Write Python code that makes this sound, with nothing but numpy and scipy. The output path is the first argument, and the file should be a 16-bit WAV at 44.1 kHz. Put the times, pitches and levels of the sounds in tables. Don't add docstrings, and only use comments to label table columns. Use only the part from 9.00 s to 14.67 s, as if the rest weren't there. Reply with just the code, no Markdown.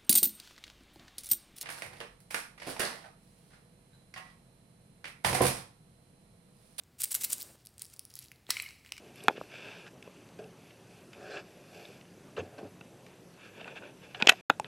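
import sys
import numpy as np
from scipy import signal
from scipy.io import wavfile
from scipy.ndimage import uniform_filter1d

SR = 44100
rng = np.random.default_rng(int(sys.argv[2]) if len(sys.argv) > 2 else 0)


def store_pcm(level_fs):
    pcm = np.round(np.clip(level_fs, -1, 1) * 32767).astype(np.int16)
    wavfile.write(sys.argv[1], SR, np.atleast_2d(pcm).T)


def level_to_linear(level):
    exponent = np.asarray(level, float) / 20
    return 10 ** exponent


N = 250047

# frequency in Hz, level in dB per Hz.
ROOM_SPECTRUM = [(25, -38.5), (50, -23), (118, -10), (180, -8), (270, -6.5), (400, -9), (560, -10.5),
                 (750, -16), (1200, -21), (2000, -23.5), (2600, -23.5), (4000, -28.5), (7000, -31),
                 (13200, -34)]
# frequency in
# Hz, width in Hz, level in dB.
HUMS = [(122.8, 72, -65), (176.5, 14, -64), (370, 13, -69), (2600, 100, -78.5)]

# frequency in Hz, width in Hz, level in dB.
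LOW_MODES = [(200, 130, -8), (420, 73, 0.5), (610, 120, -2), (740, 100, -5.5), (900, 180, -5.5)]
MIDDLE_MODES = [(1173, 200, -6.5), (1324, 136, -2), (1608, 160, 3), (1850, 150, -10)]
SHELL_MODES = [(2200, 240, -5.5), (2430, 174, 1), (2675, 118, 2), (2910, 170, -4.5), (3480, 376, -7.5)]
HIGH_MODES = [(4060, 133, -3), (4460, 690, -5), (5100, 260, -1), (5800, 850, -9.5), (6580, 400, -11),
              (7400, 900, -13)]
TOP_MODES = [(8400, 250, 3.5), (8960, 990, -8), (11600, 1400, 4)]
# frequency in Hz, width in Hz, level in dB.
CASE_MODES = [(346.5, 35, -6), (420, 27, -0.5), (570, 53, -3.5), (725, 78, -5.5), (860, 140, -19)]

# start in seconds, hardest in seconds, end in seconds, strength in dB, hollowness in dB.
BRUSHES = [(0, .07, .16, -66, 7), (.12, .19, .3, -58.5, -9), (.2, .26, .3, -59, 3), (.29, .32, .37, -59, 4),
           (.37, .41, .53, -60.5, 2), (1.55, 1.7, 1.82, -68, 0), (1.84, 1.95, 2.12, -66.5, 2),
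           (2.4, 2.48, 2.7, -67.5, 6), (2.55, 2.7, 2.78, -65, 0), (2.68, 2.79, 2.92, -57, 4),
           (2.8, 2.88, 3.06, -60.5, 2), (5.33, 5.35, 5.39, -58.5, -2)]
# start in seconds, hardest in seconds, end in seconds, strength in dB, hollowness in dB.
SLIDES = [(.47, .55, .68, -51, -6), (.55, .67, .78, -50.5, -4), (.66, .76, .89, -53, -4),
          (1.03, 1.055, 1.1, -62, 3), (1.1, 1.19, 1.35, -67, -4), (2.11, 2.15, 2.2, -61, 2),
          (4.05, 4.09, 4.22, -67, 4), (5.0, 5.045, 5.1, -57, -2), (5.07, 5.12, 5.145, -60, -10),
          (5.235, 5.26, 5.265, -49, 8), (5.312, 5.32, 5.331, -41, -3), (5.35, 5.4, 5.43, -57, -6),
          (5.6, 5.62, 5.65, -67, 8)]
# start in seconds, hardest in seconds, end in seconds, strength in dB, hollowness in dB.
GRIPS = [(.345, .372, .4, -51, -5), (2.35, 2.376, 2.42, -48, -3), (3.365, 3.395, 3.43, -46, 2),
         (4.35, 4.43, 4.58, -57.5, -8), (4.5, 4.61, 4.67, -53.5, 0), (4.63, 4.685, 4.78, -52.5, 2),
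         (4.74, 4.77, 4.81, -47, -6), (4.77, 4.84, 4.97, -56, 4), (5.142, 5.15, 5.172, -47, -10),
         (5.185, 5.21, 5.224, -42, 0), (5.3, 5.304, 5.311, -34, -6), (5.64, 5.66, 5.69, -56, -1)]
# start in seconds, hardest in seconds, end in seconds, strength in dB, hollowness in dB.
DRAGS = [
    (.82, .875, .9, -60, 1),
    (2.14, 2.24, 2.32, -61, 11),
    (2.22, 2.35, 2.445, -52, 7),
    (4.41, 4.455, 4.52, -63.5, -6),
    (5.15, 5.175, 5.2, -58, 7),
]
# start in seconds, hardest in seconds, end in seconds, strength in dB, hollowness in dB.
SCUFFS = [
    (1.382, 1.392, 1.42, -60, 10),
    (1.39, 1.43, 1.52, -70, 17),
    (3.358, 3.38, 3.41, -52, 9),
    (3.4, 3.43, 3.55, -67, 17),
    (3.5, 3.55, 3.6, -72, 17),
    (3.57, 3.588, 3.62, -58, 11),
    (3.58, 3.62, 3.74, -68, 20),
    (5.51, 5.53, 5.62, -72, 12),
]
# middle in dB, high in dB, top in dB, swell power (higher builds more gently).
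BRUSH_COLOUR = (-7.5, -6, -12.5, 1.5)
SLIDE_COLOUR = (-6, -12, -28, 1.4)
GRIP_COLOUR = (-3.5, -18, -36, 2.2)
DRAG_COLOUR = (3.5, -5, -40, 1.6)
SCUFF_COLOUR = (1.5, -8, -30, 2.4)

# time in seconds, peak in dB, weight in dB, brightness in dB.
TICKS = [(0.158, -50, -13, -12), (0.2049, -41.5, -16, -14), (0.2374, -49, -11, 1), (0.2376, -62, -5, 17),
         (0.1582, -70, -5, 20), (0.3691, -45, -19, -18), (0.5372, -44, -17, -23), (0.8658, -42, -4, -17),
         (0.8771, -44, -10, -6), (1.0258, -39.5, -21, -7), (1.2894, -54, -13, 5), (1.3897, -49, -12, -5),
         (1.442, -53, -7, -2), (2.373, -38, -13, -25), (2.795, -46, -5, -14), (2.8513, -45, -10, -11),
         (3.0116, -47, -18, -8), (3.053, -52, -3, -13), (3.3686, -38, -9, -8), (3.3776, -43, -6, -19),
         (3.399, -50, -14, -22), (3.5825, -48, -3.5, -5), (4.6114, -38.5, -8, -20), (4.6444, -49, 4, -20),
         (4.7683, -42, -6, -14), (5.3245, -46, -5, 8), (5.317, -44.5, -4, -18.5), (5.322, -34, -2.5, -6),
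         (5.6446, -33, -2, -17)]
# time in seconds, peak in dB, weight in dB, brightness in dB.
RATTLES = [
    (1.7065, -48, -23, -16),
    (2.1317, -42.5, -7, -2),
    (3.8094, -47, -8, -6),
    (4.0645, -45, -4, -8),
    (4.6779, -41, 0, -22),
    (5.1466, -32, -8, -26),
]
# time in seconds, peak in dB, weight in dB, brightness in dB, rattle in ms.
PRESSES = [
    (0.2826, -17, -4, -16, 3),
    (.2866, -29, 3.5, -26, 5),
    (5.4999, -18.5, -5, -4.5, 2.2),
    (5.5032, -24, -4.5, -24, 4.2),
    (5.598, -38, -17, 0, 3.8),
]
# time in seconds, peak in dB, weight in dB, brightness in dB, rattle in ms.
LATCH = [(5.2022, -35.5, -4, -5, 3), (5.212, -39, 3, -22, 30), (5.2237, -16, -3, -30, 1.2),
         (5.2258, -22, -7, -22, 2.4), (5.26, -36.5, -8, -5, 3), (5.2696, -27, -3, -9, 2.2),
         (5.2725, -5, -20, -9, 1.5), (5.2746, -11.5, -11, -9, 2.4), (5.2852, -19, -5, -23.5, 4),
         (5.2873, -15, -4, -19, 5), (5.2976, -5, -6.5, -10, .6), (5.301, -15, -6, -7.5, 3.3)]
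# time in seconds, peak in dB, weight in dB, brightness in dB, rattle in ms.
SNAP = [
    (5.2908, -12, -11, -15, 6),
    (5.2928, -9, -16, 5, 1.4),
    (5.2938, -4, -20, -8, 3),
    (5.2953, -2, -19, -5, 2.8),
]

# time in seconds, peak in dB, pitch in Hz, 60 dB decay in seconds.
BUMPS = [(.243, -41, 420, 0.037), (0.2822, -12.5, 796, 0.016), (0.297, -26, 493, 0.016),
         (0.3087, -28.5, 496, 0.007), (.354, -41.5, 397, 0.02), (.379, -33, 396, 0.016),
         (0.4128, -26.5, 520, 0.0077), (.595, -42.5, 450, 0.022), (1.0762, -37.5, 510, 0.013),
         (1.392, -38.5, 424, 0.088), (2.901, -41, 447, 0.016), (3.38, -28, 462, 0.067),
         (3.383, -39, 93, 0.25), (3.411, -37, 200, 0.04), (3.587, -42, 570, 0.019), (3.629, -39, 200, 0.05),
         (3.648, -41, 280, 0.07),  (3.811, -42.5, 160, 0.036), (5.146, -42.5, 736, 0.052),
         (5.2226, -25, 218.5, 0.037), (5.2245, -28, 860, 0.03), (5.2716, -17, 442, 0.012),
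         (5.2928, -18, 720, .03), (5.2865, -23, 800, .02), (5.319, -25, 650, 0.025),
         (5.333, -33.5, 740, 0.034), (5.4996, -11.5, 820, 0.016), (5.5, -25, 300, 0.029),
         (5.512, -33, 660, 0.022), (5.598, -31, 680, 0.02)]
# time in seconds, peak in dB, pitch in Hz, 60 dB
# decay in seconds.
RINGS = [(1.396, -41, 630, .12), (5.2238, -11, 2516, .016), (5.2936, -4, 2600, .02),
         (.2828, -19, 3350, .011), (.283, -22, 1900, .009), (0.2829, -7.5, 1420, 0.011),
         (0.2827, -19, 2530, 0.022), (0.2826, -26, 1110, 0.009), (0.4126, -34, 1210, 0.008),
         (3.379, -33, 1300, 0.015), (3.373, -37, 1300, .015), (3.369, -42, 1150, .015),
         (3.588, -46, 1100, .025), (3.583, -51, 4400, .015), (3.811, -47, 1450, .025),
         (3.39, -50, 6400, .05), (5.147, -42, 1150, .025), (5.2933, -7, 1490, 0.025),
         (5.2931, -14.5, 1946, 0.035), (5.3015, -47, 11400, 0.085), (5.3, -30, 6700, .012),
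         (1.414, -44, 440, 0.2), (1.431, -55, 129.5, 0.3), (2.854, -40.5, 3620, .012),
         (3.012, -51.5, 3570, 0.013), (5.4993, -8.5, 1425, .012), (5.5005, -20.5, 1120, .01),
         (5.501, -19.5, 2520, 0.016), (5.501, -16.5, 3450, 0.0078), (5.504, -48, 3850, 0.078),
         (5.598, -21.5, 852, 0.023), (.2885, -30, 2180, .02), (2.345, -56, 4060, 0.15)]
# time in seconds, peak in dB, pitch in Hz, 60 dB decay in seconds.
CLINKS = [(.2826, -29, 5500, .007), (.2828, -33, 6650, .01), (.2826, -36, 11000, .005),
          (.2842, -21, 1744, .012), (.284, -32, 3700, .01), (.2875, -28, 2420, .02),
          (5.2237, -20, 3700, .006), (5.2237, -26, 4800, .006), (5.224, -38, 6500, .008),
          (5.2025, -34, 2600, .01), (5.209, -36, 2700, .012), (5.2145, -33, 1500, .05),
          (5.2185, -36, 2700, .015), (5.2726, -12, 4920, .008), (5.2726, -8, 3400, .008),
          (5.2728, -20, 6400, .005), (5.275, -18, 2600, .018), (5.27, -32, 5500, .008),
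          (5.2935, -5, 3100, .016), (5.294, -19, 4800, .013), (5.2938, -20, 5650, .016),
          (5.293, -22, 7740, .015), (5.2945, -22, 10920, .008), (5.3025, -24, 2500, .012),
          (5.3165, -32, 3000, .012), (5.3205, -30, 2700, .015), (5.324, -32, 1900, .012),
          (5.5002, -27, 6385, .009), (5.5002, -29, 5050, .009), (5.598, -35, 5600, .009),
          (5.598, -32, 2650, .012), (5.598, -38, 6600, .008), (5.598, -35, 8200, .008),
          (5.598, -37, 7400, .008), (5.6452, -34, 3050, .012), (3.366, -40, 2800, .018),
          (3.3765, -44, 4000, .012), (3.399, -38, 2600, .025), (3.407, -44, 2600, .03),
          (4.6445, -36, 2700, .025), (4.679, -40, 2500, .03), (4.678, -39, 1480, .045),
          (4.77, -43, 1620, .06), (4.766, -40, 2550, .04), (4.613, -43, 3000, .015),
          (4.657, -44, 1500, .015), (4.823, -46, 1500, .03), (4.836, -43, 1500, .04)]
# time in seconds, peak in dB, pitch
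# in Hz, 60 dB decay in seconds.
MORE_CLINKS = [(.1585, -54, 8500, .015), (.1585, -53, 11200, .015), (.2378, -44, 8500, .025),
               (.2378, -45, 10800, .015), (.2378, -48, 11800, .015), (.2075, -50, 3400, .03),
               (.2827, -35, 8700, .006), (.2827, -34, 10200, .005), (.2827, -33, 12000, .005),
               (.2845, -38, 5600, .008), (.867, -48, 1600, .07), (1.442, -50, 2650, .02), (2.32, -52, 4060, .12),
               (2.371, -38, 2650, .02), (3.811, -43, 2650, .03), (5.147, -39, 3000, .03),
               (5.147, -41, 1480, .035), (5.2265, -30, 1480, .025), (5.2265, -34, 1800, .02),
               (5.228, -39, 2100, .015), (5.227, -50, 5600, .015), (5.2695, -29, 1750, .012),
               (5.27, -33, 4100, .008), (5.2725, -19, 5600, .008), (5.2725, -20, 4100, .007),
               (5.275, -24, 3050, .015), (5.2968, -5, 3050, .012), (5.287, -15, 2500, .03),
               (5.2885, -17, 3000, .02), (5.2865, -19, 2050, .025), (5.293, -14, 6500, .012),
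               (5.297, -23, 5700, .01), (5.297, -28, 6500, .01), (5.2965, -31, 11500, .012),
               (5.2965, -32, 10300, .01), (5.319, -35, 1450, .025), (5.503, -28, 1750, .018),
               (5.503, -26, 1450, .018)]
# time in seconds, peak in dB, pitch in Hz, 60 dB decay in seconds.
KNOCKS = [(.283, -28, 270, .025), (.2835, -30, 415, .028), (.2965, -28, 850, .018), (5.2, -36, 750, .015),
          (5.2115, -36, 850, .015), (5.242, -40, 600, .015), (5.2485, -36, 750, .015),
          (5.2535, -38, 700, .012), (5.2715, -17, 620, .012), (5.4995, -30, 270, .02),
          (5.2925, -30, 280, .018), (5.2925, -23, 450, .014), (5.286, -31, 450, .025),
          (5.297, -24, 870, .02), (5.644, -47, 150, .05), (5.644, -49, 700, .02), (5.2245, -32, 480, .035),
          (3.585, -45, 280, .07), (3.81, -51, 700, .03), (5.318, -43, 280, .04), (5.303, -27, 750, .02),
          (5.644, -44, 500, .03), (5.598, -45, 150, .04), (5.512, -38, 860, .03), (.412, -45, 160, .04),
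          (.54, -44, 600, .02), (1.392, -44, 450, .03), (3.63, -41, 350, .04), (3.46, -48, 250, .05),
          (3.63, -48, 100, .2), (3.3935, -31, 500, .02), (3.405, -31, 480, .025), (3.4245, -36, 300, .03),
          (3.434, -39, 400, .03), (4.614, -43, 700, .02), (4.656, -43, 700, .02), (4.675, -42, 750, .015),
          (4.735, -45, 500, .02), (4.762, -42, 750, .03), (4.817, -45, 550, .02), (4.831, -45, 500, .03)]

SILENCE_START_S, SILENCE_END_S = 5.4115, 5.4965


def evened(x):
    return x / np.sqrt(np.mean(x ** 2) + 1e-20)


def peaked(x):
    return x / (abs(x).max() + 1e-20)


def add(mix, s, sound):
    part = mix[round(s * SR):][:len(sound)]
    part += sound[:len(part)]


def ring(x, modes, damping=1, sign=-1):
    out = np.zeros(len(x))
    for k, (hz, width, db) in enumerate(modes):
        r = np.exp(-np.pi * width * damping / SR)
        poles = [1, -2 * r * np.cos(2 * np.pi * hz / SR), r * r]
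        out += sign ** k * level_to_linear(db) * signal.lfilter([1 - r, 0, r - 1], poles, x)
    edges_hz = [0.82 * modes[0][0], 1.18 * modes[-1][0]]
    return signal.sosfilt(signal.butter(2, edges_hz, "band", fs=SR, output="sos"), out)


def room_tone():
    frames, hz = N // 256 + 5, np.fft.rfftfreq(1024, 1 / SR)
    real, imaginary, patches = rng.standard_normal((frames, 513, 3)).T
    patches = uniform_filter1d(patches, size=14, axis=0)
    patches = evened(uniform_filter1d(patches, size=12, axis=1))
    corner_hz, corner_db = np.transpose(ROOM_SPECTRUM)
    level_db = np.interp(np.log(hz + 1), np.log(corner_hz + 1), corner_db)
    spectra = (real + 1j * imaginary) * level_to_linear(level_db[:, None] + 1.5 * patches)
    air = signal.istft(spectra, nperseg=1024, noverlap=768)[1][:N]
    out = level_to_linear(-56.5) * evened(air)
    for hum_hz, width, db in HUMS:
        out = out + level_to_linear(db) * evened(ring(rng.standard_normal(N), [(hum_hz, width, 0)]))
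    return out


def rub(row, colour, body, slips_per_s=5000, uneven_db=2, stutter_db=-1.0):
    start, hardest, end, shell_db, low_db = row
    middle_db, high_db, top_db, swell = colour
    t = np.arange(start, end, 1 / SR)
    pressure = np.sin(np.pi / 2 * np.interp(t, [start, hardest, end], [0, 1, 0])) ** swell
    slips = rng.standard_normal(len(t)) * (rng.random(len(t)) < slips_per_s / SR)
    slips = slips * level_to_linear(uneven_db * np.minimum(rng.exponential(1, len(t)), 2.5))
    stutter = level_to_linear(stutter_db * evened(uniform_filter1d(rng.standard_normal(len(t)), size=300)))
    drive = (evened(slips) + 0.9 * rng.standard_normal(len(t))) * stutter
    groups = ((SHELL_MODES, 0), (body, low_db), (MIDDLE_MODES, middle_db),
              (HIGH_MODES, high_db), (TOP_MODES, top_db))
    sound = sum(level_to_linear(shell_db + db) * evened(ring(drive, modes, 0.86)) for modes, db in groups)
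    return start, sound * pressure


def chirps():
    first_s, per_second, length_ms = .0097, 30.006, 12
    out, t = np.zeros(N), np.arange(round(length_ms * SR / 1000)) / SR
    for k, (detune, phase, size) in enumerate(rng.standard_normal((171, 3))):
        tone = np.sin(2 * np.pi * (6005 + 25 * detune) * t + 9 * phase)
        tone = tone * signal.windows.tukey(len(t), .6)
        s = first_s + k / per_second
        shift_s = .0035 * (s > SILENCE_END_S)
        add(out, s - t[-1] / 2 - shift_s, level_to_linear(-67.5 - 1 + 1.1 * size) * tone)
    return out


def tick(row, edge_db, noise, contact):
    s, shell_db, middle_db, high_db, ms = row
    t = np.arange(len(noise)) / SR
    groups = ((SHELL_MODES, 0, 1), (MIDDLE_MODES, middle_db, .9),
              (HIGH_MODES, high_db, .8), (TOP_MODES, high_db + edge_db, .7))
    out = 0
    for modes, db, shorter in groups:
        drive = noise * np.exp(-t * 2300 / (max(ms, .3) * shorter))
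        drive[0] = contact
        out = out + level_to_linear(shell_db + db) * peaked(ring(drive, modes, 2.3, sign=1))
    return s - .0002, out


def bump(row, noise, stirred=0.35):
    s, db, hz, t60 = row
    t = np.arange(len(noise)) / SR
    fall = level_to_linear(-60 * t / max(t60, .004)) * (1 - np.exp(-t * hz * 5))
    mode = np.sin(2 * np.pi * hz * t) * fall
    mode = signal.sosfilt(signal.butter(2, 0.55 * hz, "high", fs=SR, output="sos"), mode)
    body = peaked(ring(noise * fall ** 2, LOW_MODES, 3.3))
    return s, level_to_linear(db) * peaked(peaked(-mode) + stirred * body)


def desk_tail(hand):
    t = np.arange(5000) / SR
    tail = rng.standard_normal(5000) * (rng.random(5000) < .05) * level_to_linear(-60 * t / 0.11) * (t > .003)
    return level_to_linear(-26.5) * signal.oaconvolve(hand, tail / np.linalg.norm(tail))[:N]


def scene():
    hand = np.zeros(N)
    ticks = [(*row, 4.4) for row in TICKS] + [(*row, 11) for row in RATTLES]
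    # rows, level of the top resonances under the brightness in dB, hardness of first contact
    blows = ((ticks, -15, 1.6), (PRESSES, -3, 5.5), (LATCH, -25, 5.5), (SNAP, -6, 5.4))
    for rows, edge_db, contact in blows:
        for row, noise in zip(rows, rng.standard_normal((len(rows), 3000))):
            add(hand, *tick(row, edge_db, noise, contact))
    for row, noise in zip(BUMPS, rng.standard_normal((len(BUMPS), 6000))):
        add(hand, *bump(row, noise))
    for rows in (RINGS, CLINKS, MORE_CLINKS, KNOCKS):
        for row in rows:
            add(hand, *bump(row, np.zeros(6000), 0))
    hand = signal.sosfilt(signal.butter(4, 75, "high", fs=SR, output="sos"), hand)
    hand = hand + desk_tail(hand)
    touches = ((SLIDES, SLIDE_COLOUR, LOW_MODES), (BRUSHES, BRUSH_COLOUR, CASE_MODES),
               (DRAGS, DRAG_COLOUR, CASE_MODES), (GRIPS, GRIP_COLOUR, LOW_MODES),
               (SCUFFS, SCUFF_COLOUR, CASE_MODES))
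    for rows, colour, body in touches:
        for row in rows:
            add(hand, *rub(row, colour, body))
    return np.tile(hand + room_tone() + chirps(), (2, 1))


def top_cut(x):
    return signal.sosfilt(signal.butter(12, 13890, fs=SR, output="sos"), x)


def record(dry):
    t = np.arange(N) / SR
    gate = np.clip(np.maximum(SILENCE_START_S - t, t - SILENCE_END_S) / 0.001, 0, 1)
    ceiling = 1.05
    limited = ceiling * np.tanh(dry / ceiling)
    limited = signal.oaconvolve(limited, signal.firwin(255, 12750, fs=SR)[None], "same")
    return top_cut(limited * gate)


dry = scene()
out = record(dry)
store_pcm(out)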